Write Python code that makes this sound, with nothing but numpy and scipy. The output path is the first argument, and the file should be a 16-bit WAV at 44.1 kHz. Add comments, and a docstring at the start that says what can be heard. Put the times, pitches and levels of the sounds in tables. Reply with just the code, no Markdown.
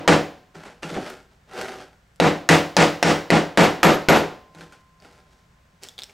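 """A hammer blow is already dying away as the next cracks on the steel core of a transformer, held down
on a wooden bench in a small, quiet workshop; a run of blows follows. Each is a noise crack, damped bench modes,
a pitched clank, noise clatter and a steel ring, held down by a fast limiter while it dies.
Between and after the blows the core knocks, and slides over grit, made of dense clicks. Scattered ticks of grit
and stiff insulation, noise snaps with a tiny ring and a dull tail, gather at the end; a tiny squeak is last."""
import sys
import numpy as np
from scipy import signal
from scipy.fft import rfft, irfft
from scipy.io import wavfile
from scipy.ndimage import uniform_filter1d

SR = 44100
rng = np.random.default_rng(int(sys.argv[2]) if len(sys.argv) > 2 else 0)


def waveform_to_disk(signal):
    """Save audio, clipped to [-1, 1], as 16-bit WAV at the path in sys.argv[1]."""
    frames = np.transpose(np.atleast_2d(signal))
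    scaled = np.clip(frames, -1, 1) * 32767
    samples = np.round(scaled).astype(np.int16)
    wavfile.write(sys.argv[1], SR, samples)


N = 270333  # length of the scene in samples


def gain_of(db):
    """Turns decibels into an amplitude factor."""
    return 10 ** (np.asarray(db) / 20)


def evened(x):
    """Scales a sound to rms 1."""
    return x / np.sqrt(np.mean(x ** 2) + 1e-20)


def read(points, hz):
    """Reads a curve between its points, along a logarithmic frequency axis."""
    f, value = np.transpose(points)
    return np.interp(np.log(hz + 1), np.log(f + 1), value)


def add(mix, s, sound):
    """Mixes a sound in at time s, cut to the length of the scene."""
    start = round(s * SR)
    sound = sound[..., max(-start, 0):]
    part = mix[:, max(start, 0):][:, :sound.shape[-1]]
    part += sound[..., :part.shape[1]]


def coloured(x, points, tilt_db=0):
    """Gives x a spectrum, tilted in dB per octave about 1 kHz, at rms 1."""
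    hz = np.fft.rfftfreq(x.shape[-1], 1 / SR)
    octaves = np.log2(np.maximum(hz, 250) / 1000)  # the tilt stops below 250 Hz
    colour_db = read(points, hz) + tilt_db * octaves
    return evened(irfft(rfft(x) * gain_of(colour_db), x.shape[-1]))


def spread(pair, width):
    """Two unrelated signals become diffuse stereo: one is the middle, the other the side."""
    hz = np.fft.rfftfreq(pair.shape[1], 1 / SR)
    side = irfft(rfft(pair[1]) * gain_of(read(width, hz)), pair.shape[1])
    return np.array([pair[0] + side, pair[0] - side])


def ringing(modes, size, pitch=1):
    """Adds up the damped sines of a struck solid, with alternating sign."""
    t = np.arange(size) / SR
    out = 0
    for k, (hz, db, t60) in enumerate(modes):
        fade = gain_of(db - 60 * t / t60)
        out = out + (-1) ** k * fade * np.sin(2 * np.pi * hz * pitch * t)
    return out


def burst(points, tilt_db, decay_s, size=2048):
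    """A short coloured noise burst whose rise is ten times as quick as its decay."""
    t = np.arange(size) / SR
    noise = coloured(rng.standard_normal(size), points, tilt_db)
    return noise * np.exp(-t / decay_s) * (1 - np.exp(-10 * t / decay_s))


ECHO_S, ECHO_DB = .0057, -6.5  # delay and level of the nearest reflection


def echoed(x):
    """Adds the nearest reflection, a single delayed copy."""
    late = np.pad(x, ((0, 0), (round(ECHO_S * SR), 0)))[:, :N]
    return x + gain_of(ECHO_DB) * late


# Decay of the workshop, before the early and late factors: [hz, t60_s]
ROOM_DECAY = [(60, 0.5), (150, 0.21), (300, 0.41), (700, 0.41), (1900, 0.37), (5000, 0.42), (9000, 0.33),
              (15000, 0.74)]


def dying(x, early=0.72, late=1.289, late_db=-14):
    """Each band dies away with the room: fast at first, then more slowly; early and late scale its t60."""
    hz, t, z = signal.stft(x, SR, nperseg=256)
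    fall_db = -60 * t / read(ROOM_DECAY, hz)[:, None]
    fade = np.hypot(gain_of(fall_db / early), gain_of(late_db + fall_db / late))
    return signal.istft(z * fade, SR, nperseg=256)[1][:, :x.shape[1]]


# Stereo width of small sounds near the middle: [hz, side_db]
NEAR_WIDTH = [(50, -22), (120, -30.5), (230, -31), (400, -28), (700, -22), (1500, -26.5), (3000, -29),
              (12000, -18)]


def room(x, size=32768):
    """The diffuse answer of the workshop: convolution with a decaying noise tail of energy 1."""
    swell = 1 - np.exp(-np.arange(size) / SR / 0.0064)
    tail = dying(spread(rng.standard_normal((2, size)), NEAR_WIDTH)) * swell
    return signal.fftconvolve(x, tail / np.linalg.norm(tail[0]), axes=1)[:, :N]


def clank(hz, width, size, decay_s=.005, wet_db=-16):
    """The stacked plates answer briefly at one pitch: noise through a narrow peak, twice."""
    band = signal.iirpeak(hz, Q=10, fs=SR)
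    noise = spread(rng.standard_normal((2, size)), width)
    x = evened(signal.lfilter(*band, signal.lfilter(*band, noise)))
    return x * np.exp(-np.arange(size) / SR / decay_s) + gain_of(wet_db) * dying(x)


# Modes of the bench top and steel frame, before the softness of the contact: [hz, level_db, t60_s]
BENCH_MODES = [(90.2, -23, 0.38), (159.9, -10, 0.34), (170.4, -9.5, 0.22), (201.4, -16, 0.33),
               (265.7, -30.5, 0.58), (294.9, -10, 0.38), (334.1, -10, 0.36), (383.7, -16, 0.31),
               (483.5, -9, 0.35), (567, -15, 0.43), (735, -22, 0.59), (819, -10, 0.23), (1468, -20, 0.29),
               (1590, -17, 0.3), (1736, -25.5, 0.38), (2010, -28.5, 0.43)]
# Colour of the plates' clatter: [hz, relative_db]
CLATTER_COLOUR = [(30, -38.5), (70, -14.5), (125, -10.5), (165, 3.5), (400, 0), (780, -1.5), (1050, -5.5),
                  (1900, -7), (3000, -13), (5000, -21), (8000, -24.5), (10500, -37.5), (13000, -51),
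                  (16000, -48.5)]
# Colour of the contact crack: [hz, relative_db]
CRACK_COLOUR = [(40, -35.5), (200, -2), (550, 13.5), (1200, -4), (1900, 7), (3300, -3), (5500, -8.5),
                (8000, -13.5), (11000, -19.5), (13000, -29), (16000, -36.5)]


def impacts(rows, width, crack_db, crack_s, alike, swell_s, soft_db, size=32768):
    """Each impact cracks, clanks, rings the bench, and sends the clatter of the stacked plates round the room."""
    direct = np.zeros((2, N))
    out = np.zeros((2, N))
    t = np.arange(size) / SR
    swell = 1 - np.exp(-t / swell_s)
    # a soft contact loses soft_db an octave, so it rings mostly the low modes
    modes = [(hz, db - soft_db * np.log2(max(hz, 160) / 250), t60) for hz, db, t60 in BENCH_MODES]
    bench = ringing(modes, size) * (1 - np.exp(-t / 0.015))
    # the same paths carry every impact, so much of the fine pattern repeats
    usual = rng.standard_normal((2, size))
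    for s, force_db, tilt_db, sharp_db, thump_db, clank_hz, clank_db, *_ in rows:
        paths = np.sqrt(alike) * usual + np.sqrt(1 - alike) * rng.standard_normal((2, size))
        clatter = dying(coloured(spread(paths, width), CLATTER_COLOUR, tilt_db)) * swell
        thump = gain_of(thump_db) * bench
        plates = gain_of(clank_db) * clank(clank_hz, width, size)
        add(out, s, gain_of(force_db) * (clatter + thump + plates))
        crack = burst(CRACK_COLOUR, tilt_db, crack_s)
        add(direct, s, gain_of(force_db + sharp_db + crack_db) * crack)
    return out + echoed(direct)


# Hammer blows, the crack, thump, clank and ring relative to the force:
# [start_s, force_db, tilt_db_per_octave, crack_db, thump_db, clank_hz, clank_db, ring_db]
BLOWS = [(-.2, 3, -1.5, 0, -0.5, 1890, -17, -29), (0.0773, -1, 0, -3, 1, 1840, -9.5, -25.5),
         (2.2, 0.5, -0.75, 3, -1.5, 3870, -10.5, -3), (2.4897, -0.5, 1, 1, 1.5, 1950, 0.5, -1),
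         (2.7668, 1, .5, 5, -1, 4960, -8, -23.5), (3.0276, 1, 0.5, 5.5, 0, 5530, -6.5, -27.5),
         (3.3034, -0.5, -0.5, 2.5, -2, 1980, -19, -22), (3.574, 3, -0.42, 0, -5.5, 1450, -14.5, 3.5),
         (3.8308, 2.5, -.5, 2, -4.5, 1300, 1, 6.5), (4.086, 3, -0.63, -2, -4, 1423, -0.5, 1.5)]
# High ring of the struck steel: [hz, level_db, t60_s]
STEEL_MODES = [(6702, -32, .22), (11660, -30, .25), (14153, -44, .26)]
# A loose steel plate lying on the bench sings on: [hz, level_db, t60_s]
PLATE = [(1040, -55.5, 4.4)]


def steel(build_s=0.015, plate_share=0.29, waver_db=4.5):
    """Each blow leaves a thin ring that builds up and wavers; a stronger ring shakes the loose plate a little more."""
    out, t = np.zeros((2, N)), np.arange(N) / SR
    plate_hz, plate_db, plate_t60 = PLATE[0]
    plate_energy = np.zeros((1, N))
    for s, force_db, *_, ring_db in BLOWS:
        drift = uniform_filter1d(uniform_filter1d(rng.standard_normal(SR), size=900), size=700)
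        waver = gain_of(waver_db * evened(drift))
        pitch = 1 + 0.00065 * rng.standard_normal()
        ring = ringing(STEEL_MODES, SR, pitch) * (1 - np.exp(-t[:SR] / build_s))
        add(out, s, gain_of(force_db + ring_db) * ring * waver)
        shaken_db = force_db + plate_db + plate_share * ring_db - 60 * t / plate_t60
        add(plate_energy, s, gain_of(shaken_db) ** 2)
    return out + np.sqrt(plate_energy) * np.sin(2 * np.pi * plate_hz * t)


# Stereo width of the whole shaken bench: [hz, side_db]
BENCH_WIDTH = [(50, -8), (150, -16.5), (330, -12), (700, -11.5), (1500, -13), (4000, -29.5), (12000, -13)]
# Stereo lean of the blows: [hz, left_minus_right_db]
LEAN = [(60, 2), (150, 1.5), (300, 1), (450, -0.3), (12000, 0.5)]


def hammering():
    """Heavy blows shake the whole bench, whose bass reaches the left channel more."""
    blows = impacts(BLOWS, BENCH_WIDTH, crack_db=5.5, crack_s=0.0025, alike=0.45, swell_s=0.012, soft_db=1.0)
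    x = blows + steel()
    lean_db = read(LEAN, np.fft.rfftfreq(2 * N, 1 / SR))
    lean = gain_of(np.array([lean_db, -lean_db]) / 2)
    return irfft(rfft(x, 2 * N) * lean)[:, :N]


# Colour of the quiet workshop: [hz, relative_db]
FLOOR_COLOUR = [(20, -11.5), (60, 4.5), (100, -4.5), (170, -1), (300, -17.5), (600, -15.5), (900, -18),
                (1600, -17.5), (3000, -25), (8000, -31), (10000, -39.5), (16000, -39.5)]
# Stereo width of the far background: [hz, side_db]
FAR_WIDTH = [(30, -28.5), (100, -30), (200, -18.5), (400, -4.5), (1500, -2), (4000, -6.5), (12000, -15)]
FLOOR_DB = -58  # rms level


def workshop():
    """The quiet rumble and hiss of the room: steady, diffuse coloured noise."""
    noise = spread(rng.standard_normal((2, N)), FAR_WIDTH)
    return gain_of(FLOOR_DB) * coloured(noise, FLOOR_COLOUR)


# Light taps and the core knocking on the bench; the row at .903 is the low thump of the heavy scrape.
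# Crack, thump and clank are relative to the force:
# [start_s, force_db, tilt_db_per_octave, crack_db, thump_db, clank_hz, clank_db]
KNOCKS = [(.045, -37, -7, 3, -9, 955, 9), (.548, -49, 2.5, -8, 14, 1440, -4),
          (.653, -39, 0.5, -6.5, -20, 1490, -1), (.825, -37, 1.5, -12, -2, 1330, -5),
          (.831, -35, 0, 4, 6, 2720, 5.5), (.903, -39, -10, -6, 14, 820, -4),
          (.943, -33, 0.5, -2.5, -9, 2100, -12), (.965, -24, -5.5, -4, -12, 730, 2),
          (4.5483, -52, 2.5, 4, 16, 1410, -8), (4.6086, -47, 2, 1.5, 11.5, 1456, 5),
          (4.7234, -50.5, 2.5, 0.5, -22, 1470, 10), (5.0476, -48, -1.5, -1.5, -5, 1500, 2)]


def knocks_and_thump():
    """Light, soft contacts and the scrape's low thump, near the middle, ring mostly the low modes of the bench."""
    return impacts(KNOCKS, NEAR_WIDTH, crack_db=10, crack_s=0.0018, alike=.4, swell_s=0.0028, soft_db=9)


START_DB, RELEASE_DB_PER_S = -24.5, 163  # where a push swells from, and its added fall after length_s


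def push(t, rise_s, length_s, sag_db_per_s):
    """Level in dB of one push or dull tail, t seconds after its start: swell, sag, release."""
    swell_db = START_DB * np.maximum(1 - t / rise_s, 0)
    sag_db = sag_db_per_s * np.maximum(t - rise_s, 0)
    release_db = RELEASE_DB_PER_S * np.maximum(t - length_s, 0)
    return swell_db - sag_db - release_db


# Pushes of the core over the bench; the short rows at 5.813 and 5.975 are the dull tail of the ticks.
# Length is counted from the start, hiss is relative to the level:
# [start_s, rise_s, length_s, level_db, sag_db_per_s, hiss_db]
SLIDES_AND_TAILS = [(.538, 0.013, .14, -47.5, 0, -10.5), (.82, 0.0067, 0.29, -39.5, 0, -9.5),
                    (1.29, 0.028, 0.025, -66, 21, -6), (1.475, .11, 0.37, -32.5, 52.5, -11),
                    (4.52, 0.065, .11, -50, 18, -7), (4.69, 0.02, 0.06, -59.5, 19, -6),
                    (4.979, 0.053, 0.22, -56, 21.5, -6), (5.25, 0.076, 0.15, -68, 22, -0.5),
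                    (5.813, 0.017, 0.024, -50, 22.5, 3), (5.975, 0.012, 0.061, -52, 108, 3),
                    (6.08, 0.013, 0.021, -56.5, 20.5, -3.5)]
# Colour of the scraping grit: [hz, relative_db]
GRIT_COLOUR = [(40, -21), (110, -13), (170, -7.5), (350, -4), (750, -8.5), (1080, -15.5), (1500, -9.5),
               (2700, -17), (5000, -18), (8000, -23.5), (11000, -32.5), (16000, -43.5)]
# Modes of the core and bench top as they rub: [hz, relative_db, t60_s]
RUB_MODES = [(168.7, -18, 0.37), (380.5, -1.5, 0.14), (484, -7.5, 0.3), (590, 0, .06), (762, -3.5, 0.13),
             (837, 2, 0.059), (1360, -1, 0.03), (1484, -2.5, 0.077)]


def slides_and_tails(grains_per_s=1500, grain_db=1.5, sing_db=-2, wet_db=-8, split_hz=2800, judder_db=2.45):
    """Grit under the sliding core: dense clicks hiss and set core and bench singing; they also tail the ticks."""
    # the core sticks and slips, so the grains swell and fade in clumps
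    judder = evened(uniform_filter1d(uniform_filter1d(rng.standard_normal(N), size=300), size=200))
    strength_db = grain_db * np.minimum(rng.exponential(1, (2, N)), 5) + judder_db * judder
    grains = gain_of(strength_db) * rng.standard_normal((2, N))
    clicks = spread(grains * (rng.random((2, N)) < grains_per_s / SR), NEAR_WIDTH)
    rub = coloured(clicks + room(clicks), GRIT_COLOUR)
    low = evened(signal.sosfilt(signal.butter(4, split_hz, "low", fs=SR, output="sos"), rub))
    high = evened(signal.sosfilt(signal.butter(4, split_hz, "high", fs=SR, output="sos"), rub))
    sing = evened(signal.fftconvolve(clicks, ringing(RUB_MODES, SR)[None], axes=1)[:, :N])
    t = np.arange(SR) / SR
    body_gain, hiss_gain = np.zeros((1, N)), np.zeros((1, N))
    for s, rise_s, length_s, level_db, sag_db_per_s, hiss_db in SLIDES_AND_TAILS:
        envelope_db = level_db + push(t, rise_s, length_s, sag_db_per_s)
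        add(body_gain, s, gain_of(envelope_db))
        add(hiss_gain, s, gain_of(envelope_db + hiss_db))
    out = body_gain * (low + gain_of(sing_db) * sing) + hiss_gain * high
    return out + gain_of(wet_db) * room(out)


# Snaps of grit and stiff insulation, and a tiny low-pitched squeak last; the pitch factor acts on the ring:
# [start_s, ring_db, snap_db, pitch_factor]
TICKS_AND_SQUEAK = [(1.1, -46, -27.5, 1), (1.615, -35, -26, 1), (2.16, -55, -45, .93),
                    (4.808, -64, -52, .93), (5.0016, -46, -51, 1.26), (5.8351, -34, -25, 1.4),
                    (5.8869, -27, -28, 0.96), (5.9804, -24.5, -36, 0.91), (5.9898, -23, -25.5, 0.91),
                    (6.02, -22.5, -29, .97), (6.035, -26.5, -22.5, 1.43), (6.096, -35, -45, 0.61)]
# Ring of the insulation at pitch factor 1: [hz, relative_db, t60_s]
INSULATION_MODES = [(3500, -2, 0.0087), (3790, 4, 0.0043), (5250, -10, 0.0052)]
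# Colour of the bright snap: [hz, relative_db]
SNAP_COLOUR = [(100, -4.5), (2000, -7.5), (3200, 3), (5200, -1.5), (7000, 0), (8500, -1.5), (10500, -10),
               (12000, -7), (16000, -17)]


def ticks_and_squeak(snap_s=0.00046, wet_db=-10):
    """Tiny noise snaps close by, each with a few milliseconds of ring, which is the squeak in the last."""
    out = np.zeros((2, N))
    for s, ring_db, snap_db, pitch in TICKS_AND_SQUEAK:
        ring = gain_of(ring_db) * ringing(INSULATION_MODES, 2048, pitch)
        snap = gain_of(snap_db) * burst(SNAP_COLOUR, 0, snap_s)
        add(out, s, ring + snap)
    return echoed(out) + gain_of(wet_db) * room(out)


def scene():
    """Adds the blows, the room, the knocks and thump, the slides and tails, and the ticks and squeak."""
    return hammering() + workshop() + knocks_and_thump() + slides_and_tails() + ticks_and_squeak()


EDGE_HZ = 15900  # upper band limit


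def record(dry, ceiling_db=-8.0, recovery_db_per_s=220, attack_size=48, detector_size=80):
    """A fast limiter (sizes in samples) flattens the blows and their peaks round off; then the band limit."""
    power = abs(uniform_filter1d((dry ** 2).mean(0), detector_size))
    power_db = 10 * np.log10(power + 1e-12)
    # the held level jumps up with the power and falls back at the recovery rate
    fall_db = np.arange(N) * recovery_db_per_s / SR
    held_db = np.maximum.accumulate(power_db + fall_db) - fall_db
    over_db = np.maximum(held_db - ceiling_db, 0)
    x = dry / gain_of(uniform_filter1d(over_db, attack_size))
    x = x / (1 + x ** 6) ** (1 / 6)  # rounds off the peaks
    lowpass = signal.firwin(255, EDGE_HZ, window=("kaiser", 9), fs=SR)
    return signal.oaconvolve(x, lowpass[None], "same")


dry = scene()
out = record(dry)
waveform_to_disk(out)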